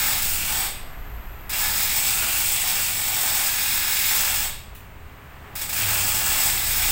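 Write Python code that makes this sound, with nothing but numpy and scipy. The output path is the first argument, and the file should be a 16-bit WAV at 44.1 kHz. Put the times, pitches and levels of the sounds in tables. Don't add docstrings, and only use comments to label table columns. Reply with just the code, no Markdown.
import sys
import numpy as np
from scipy import signal
from scipy.fft import rfft, irfft, next_fast_len
from scipy.io import wavfile
from scipy.ndimage import uniform_filter1d, map_coordinates

SR = 44100
rng = np.random.default_rng(int(sys.argv[2]) if len(sys.argv) > 2 else 0)


def boost(x):
    u = np.asarray(x, float) / 20
    return 10 ** u


def int16_out(signal):
    q = np.round(np.clip(np.atleast_2d(signal).T, -1, 1) * 32767)
    wavfile.write(sys.argv[1], SR, q.astype(np.int16))


N = 304728


def unit(x):
    return x / np.sqrt(np.mean(x ** 2) + 1e-20)


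def along(points, hz):
    f, v = np.transpose(points)
    return np.interp(np.log(hz + 1), np.log(f + 1), v)


def curves(rows):
    s, *cols = np.transpose(rows)
    return [np.interp(np.arange(N) / SR, s, c) for c in cols]


def wobble(rate):
    knots = rng.standard_normal(int(N * 200 / SR) + 4)
    return map_coordinates(knots, [np.arange(N) * min(rate, 200) / SR])


def filtered(x, response):
    n = x.shape[-1]
    m = next_fast_len(n + 8192)
    return irfft(rfft(x, m) * response(np.fft.rfftfreq(m, 1 / SR)), m)[..., :n]


def noise(spectrum):
    return unit(filtered(rng.standard_normal(N), lambda hz: boost(along(spectrum, hz))))


# time in seconds, rattle level in dB, pace in teeth per second.
RUNS = [
    [(0.0, -22, 43.5), (0.11, -22.5, 44), (0.32, -26.5, 44.5), (0.56, -23.5, 39), (0.665, -23.5, 39)],
    [(1.51, -22, 40), (1.85, -22.5, 43), (2.13, -22, 51), (2.6, -22.5, 51), (2.95, -24.5, 46),
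     (3.25, -22, 45), (3.5, -22, 41), (4.25, -21, 43), (4.45, -25.5, 47)],
    [(5.76, -24.5, 40.5), (5.92, -21.5, 42), (6.05, -23, 42.5), (6.33, -21, 42), (6.6, -23.5, 42),
     (6.91, -20.5, 51)],
]
# start in seconds, blow in dB.
DROPS = [
    (1.494, 10),
    (5.5533, 8.5),
    (5.589, 6),
    (5.6135, 10.5),
    (5.69, 10.5),
    (5.7275, 13),
    (5.7604, 13),
]
FRAME_DB, MAST_DB = -13, -18.5
FRAME_SWAY_DB, MAST_SWAY_DB, SWAY_PER_S = -0.15, 0.93, 6
DROP_FRAME_DB, DROP_MAST_DB = -13.5, -20
TURN_S, FIRST_PULL_S, PULL_DB, FRAME_FEELS = 0.545, 0.1, 1.5, 0.17


def blows():
    rows = [[s, db, db + DROP_FRAME_DB, db + DROP_MAST_DB] for s, db in DROPS]
    frame = FRAME_DB + FRAME_SWAY_DB * wobble(SWAY_PER_S)
    mast = MAST_DB + MAST_SWAY_DB * wobble(SWAY_PER_S)
    steps_per_s = 2000
    for run in RUNS:
        s, level, rate = np.transpose(run)
        start = -0.4 if s[0] < 0.05 else s[0]
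        t = np.arange(start, s[-1], 1 / steps_per_s)
        for speed, share_db, scatter_db, jitter in [(1, 2, 2.47, 0.08), (5.3, 0, 3.5, 0.5)]:
            turns = np.cumsum(speed * np.interp(t, s, rate)) / steps_per_s
            hit_s = t[np.flatnonzero(np.diff(np.floor(turns)))]
            luck = rng.standard_normal((len(hit_s), 4))
            per_s = speed * np.interp(hit_s, s, rate)
            db = np.interp(hit_s, s, level) + share_db + 10 * np.log10(SR / per_s)
            at = np.clip((hit_s * SR).astype(int), 0, N - 1)
            pull = PULL_DB * np.cos(2 * np.pi * (hit_s - s[0] - FIRST_PULL_S) / TURN_S)
            above = [0 * db, frame[at] + FRAME_FEELS * pull, mast[at] + pull]
            levels = db + above + scatter_db * luck[:, 1:].T
            rows += np.transpose([hit_s + jitter * luck[:, 0] / per_s, *levels]).tolist()
    return np.array(rows)


def steel_patterns():
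    jags = rng.standard_normal(SR // 60)
    clumps = lambda hz: boost(1.4 * np.interp(hz / 32, np.arange(len(jags)), jags))
    biases = 1.5 * rng.standard_normal((4, 60))
    return clumps, biases - biases.mean(axis=0)


# frequency in Hz, time to fall 60 dB in seconds.
DYING = [(600, 0.51), (1300, 0.42), (3500, 0.64), (6500, 0.46), (8000, 0.5), (11000, 0.4), (13500, 0.51),
         (15500, 0.33)]


def ring(spectrum, modes, crack_db, clumps, bias):
    t = np.arange(SR) / SR
    crack = boost(crack_db - 60 * t / 0.004)
    burst = rng.standard_normal((2, SR)) * [crack, np.ones(SR)]
    hz, when, z = signal.stft(burst, SR, nperseg=512)
    z[1] *= boost(-60 * when / along(DYING, hz)[:, None])
    favour = np.interp(hz / 450, np.arange(len(bias)), bias)
    colour = boost(along(spectrum, hz) + favour)[:, None]
    dense = signal.istft(z.sum(0) * colour, SR, nperseg=512)[1][:SR]
    dense = filtered(dense, clumps)
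    lines = np.zeros(SR)
    for f, db, t60 in modes:
        tone = np.sin(2 * np.pi * ((f + rng.normal(0, 18)) * t + rng.random()))
        lines += boost(db + rng.normal(0, 0.47) - 60 * t / t60) * tone / np.sqrt(t60)
    rise = 1 - np.exp(-t / 0.00073)
    return rise * (dense / np.linalg.norm(dense) + lines * np.sqrt(28 / SR))


# frequency in Hz, density in dB per Hz.
WHEEL = [(2470, -35), (4300, -8), (5200, -5), (5620, -9), (6100, -8), (6330, -4), (7100, -4), (7750, 0),
         (8450, -1), (8900, -4), (10400, -7), (11800, -4.5), (13800, -5), (15550, 6.3)]
FRAME = [(1120, -71), (1900, -3), (2090, 0), (2630, 1.5), (3040, -3.5), (3460, 0.5), (4500, -8),
         (5850, -10), (9900, -120)]
MAST = [(320, -14), (550, -12.5), (847, 0), (1040, -3), (1360, -3), (1590, -3.5), (1730, 2), (2000, -11.5),
        (2600, -10), (4400, -120)]
# frequency in Hz, level in dB, time to fall 60 dB in seconds.
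WHEEL_MODES = [(4750, -30, .65), (4930, -30, .4), (5325, -26, .35), (5520, -32, .4), (5800, -33, .3),
               (7340, -26, .4), (7742, -27, .3), (8013, -27, .4), (8125, -24, .4), (8430, -26, .3),
               (14370, -28, .25), (14830, -24, .25), (15530, -25, .2)]
FRAME_MODES = [(2147, -23, .3), (2464, -23, .35), (2718, -22, .25), (3346, -22, .3), (3903, -24, .35),
               (4032, -25, .35)]
MAST_MODES = [(856, -13, .22), (1385, -18, .3), (1692, -14, .35), (1790, -19, .3)]


def winch(clumps, biases):
    lead = SR // 2
    rows = blows()
    at = np.clip(np.round(rows[:, 0] * SR).astype(int) + lead, 0, N + lead - 1)
    leaning = np.array([wobble(3.5) for _ in range(4)])[:, np.maximum(at - lead, 0)]
    spot = np.argmax(leaning + 0.6 * rng.standard_normal((4, len(at))), axis=0)
    bodies = [(1, WHEEL, WHEEL_MODES), (2, FRAME, FRAME_MODES), (3, MAST, MAST_MODES)]
    m, total = next_fast_len(N + lead + SR), 0
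    for k, bias in enumerate(biases):
        for col, body, modes in bodies:
            train = np.bincount(at[spot == k], boost(rows[spot == k, col]), m)
            blow = ring(body, modes, crack_db=-18, clumps=clumps, bias=bias)
            total = total + rfft(train) * rfft(blow, m)
    return irfft(total, m)[lead:lead + N]


# time in seconds, level in dB.
GUSTS = [(0, -37), (.3, -34.5), (.55, -40.5), (1.25, -35), (1.9, -42), (2.2, -40.5), (3.7, -44.5),
         (4.45, -37.5), (5.2, -48), (5.9, -47), (6.91, -46)]
# frequency in Hz, density in dB per Hz.
WIND = [(1, -18), (5, -20), (12, 10.5), (27, -10.5), (45, -1.5), (80, -17), (120, -49), (200, -120)]


def wind():
    return boost(curves(GUSTS)[0] + 1.6 * wobble(5)) * noise(WIND)


# time in seconds, level in dB.
NEARNESS = [
    (0, -41),
    (.8, -44),
    (1.4, -44),
    (3, -47.5),
    (4.7, -49.5),
    (5.5, -46),
    (6.0, -40),
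    (6.91, -44.5),
]
# frequency in Hz, density in dB per Hz.
RUMBLE = [(29, -38), (50, -6), (97, -0.5), (130, -8.5), (384, -17.5), (421, -22), (600, -30), (780, -79),
          (1320, -120)]
ROAD = [(200, -55), (380, -13.5), (700, -6.5), (1150, -6.5), (1900, -9.5), (2800, -14), (3600, -21.5),
        (5000, -28.5), (8000, -62), (12000, -120)]
HISS = [(2000, -30), (3500, -17), (6000, -9), (8050, -5.5), (9800, -13), (12400, -9), (15000, 0.5),
        (16500, -3.5)]
FAR_DB = -48.5
RUMBLE_DB, RUMBLE_GROWS = -47.5, 0.55
HISS_DB, HISS_GROWS = -56.5, 0.76
SHAKE_DB = 3


def street():
    near_db, = curves(NEARNESS)
    t = np.arange(N) / SR
    cranked = sum(1.0 * (t >= run[0][0]) * (t <= run[-1][0]) for run in RUNS)
    cranked = uniform_filter1d(cranked, size=4000)
    closer_db = near_db - FAR_DB
    rumble_db = RUMBLE_DB + RUMBLE_GROWS * closer_db + SHAKE_DB * cranked + 0.39 * wobble(3.92)
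    rumble = boost(rumble_db) * noise(RUMBLE)
    tyres = boost(near_db + 0.7 * wobble(3)) * noise(ROAD)
    hiss = boost(HISS_DB + HISS_GROWS * closer_db) * noise(HISS)
    return rumble + tyres + hiss


def far_whine():
    tone = np.sin(2 * np.pi * 420 * np.arange(N) / SR)
    return np.sqrt(2) * boost(-63 + 3 * wobble(9.9)) * tone


def engine(rows, orders_db, booms, rough_db):
    first, last = rows[0], rows[-1]
    hz, db = curves([(first[0] - 0.2, first[1], -90), *rows, (last[0] + 0.2, last[1], -90)])
    phase = 2 * np.pi * np.cumsum(hz) / SR
    out = np.zeros(N)
    for order, order_db in enumerate(orders_db, 1):
        lift = sum(gain * np.exp(-((order * hz - centre) / width) ** 2) for centre, width, gain in booms)
        level = boost(db + order_db + lift + rough_db * wobble(13.0))
        out += np.sqrt(2) * level * np.sin(order * phase + 6 * rng.random())
    return out


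# time in seconds, firing rate in Hz, level in dB.
PICKUP = [
    (0.2, 30.4, -51),
    (.6, 28.15, -45),
    (1.3, 26.7, -39),
    (2.0, 26.34, -51),
    (2.5, 25.5, -44),
]
PICKUP_ORDERS = [0, -2.5]


def pickup():
    return engine(PICKUP, PICKUP_ORDERS, [], rough_db=4.0)


BRAKE_S, BRAKE_FOR_S = 0.78, 0.9
SQUEAL_HZ, CLIMB_HZ, CLIMB_S, SAG_HZ_PER_S = 12110, 420, 0.22, 190
SQUEAL_DB, SQUEAL_ATTACK_S = -53, 0.064


def squeal():
    since = np.maximum(np.arange(N) / SR - BRAKE_S, 0)
    hz = SQUEAL_HZ - CLIMB_HZ * np.exp(-since / CLIMB_S) - SAG_HZ_PER_S * since
    release = np.clip((BRAKE_FOR_S - since) / SQUEAL_ATTACK_S, 0, 1)
    held = (1 - np.exp(-since / SQUEAL_ATTACK_S)) * release
    glide = np.exp(2j * np.pi * np.cumsum(hz) / SR)
    tremble = np.exp(2j * np.pi * np.cumsum(45 * wobble(120)) / SR)
    shape = np.exp(-((np.fft.fftfreq(N, 1 / SR) - 110) / 170) ** 2)
    fringe = np.fft.ifft(np.fft.fft(rng.standard_normal(N)) * shape)
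    voice = (tremble + 0.85 * fringe / np.std(fringe)) * glide
    return boost(SQUEAL_DB) * held * unit(voice.real)


# time in seconds, firing rate in Hz, level in dB.
BIKE = [
    (4.3, 36.13, -51),
    (5.0, 35.5, -57),
    (5.66, 35, -54),
    (6.0, 32.62, -45),
    (6.46, 29.7, -53.5),
    (6.91, 28.4, -47),
]
BIKE_ORDERS = [1, 2, -5, -11, -14]
# centre in Hz, width in Hz, lift in dB.
BOOMS = [(28.5, 1.2, 13), (60, 2.5, 6), (100, 3.5, 15), (115.5, 3.5, 16), (148, 6, 11)]


def motorbike():
    return engine(BIKE, BIKE_ORDERS, BOOMS, rough_db=3.5)


# frequency in Hz, density in dB per Hz.
HANDLE = [(1000, -24), (2500, 1), (5000, -13), (8000, -8), (10000, -10), (12000, -4), (13500, -6),
          (15300, 3), (16500, -6)]
# frequency in Hz, level in dB, time to fall 60 dB in seconds.
HANDLE_MODES = [(10050, -20, 0.32), (11950, -16, 0.31), (15400, -18, 0.26)]
TICK_S, TICK_DB = 4.749, -11.5


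def handle_tick(clumps, bias):
    out = np.zeros(N)
    knock = ring(HANDLE, HANDLE_MODES, crack_db=2, clumps=clumps, bias=bias)
    out[round(TICK_S * SR):][:SR] += boost(TICK_DB) * knock
    return out


def scene():
    clumps, biases = steel_patterns()
    yard = winch(clumps, biases) + handle_tick(clumps, biases[0])
    traffic = far_whine() + pickup() + squeal() + motorbike()
    return np.tile(yard + wind() + street() + traffic, (2, 1))


def top_cut(x):
    return signal.sosfilt(signal.butter(12, 16890, fs=SR, output="sos"), x)


# time in seconds, band centre in Hz.
SPLITS = [(1.615, 8680), (1.615, 15160), (1.849, 7300), (2.453, 13800), (3.008, 9690), (3.87, 9650),
          (3.87, 13090), (4.101, 6270), (4.867, 7670), (4.867, 11070), (5.425, 9650), (5.425, 13110),
          (6.424, 4850), (6.424, 12400)]
SPLIT_WIDTH_HZ, SPLIT_DB = 1430, -0.5
TOP_HZ = 15770


def record(dry):
    side, size = np.zeros(N), 1536
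    for s, centre_hz in SPLITS:
        start = round(s * SR) - size // 2
        earlier = dry[0, start - size:start]
        band = filtered(earlier, lambda hz: abs(hz - centre_hz) < SPLIT_WIDTH_HZ / 2)
        side[start:start + size] += boost(SPLIT_DB) * np.hanning(size) * band
    mix = filtered(dry + [side, -side], lambda hz: hz < TOP_HZ)
    return top_cut(mix)


dry = scene()
out = record(dry)
int16_out(out)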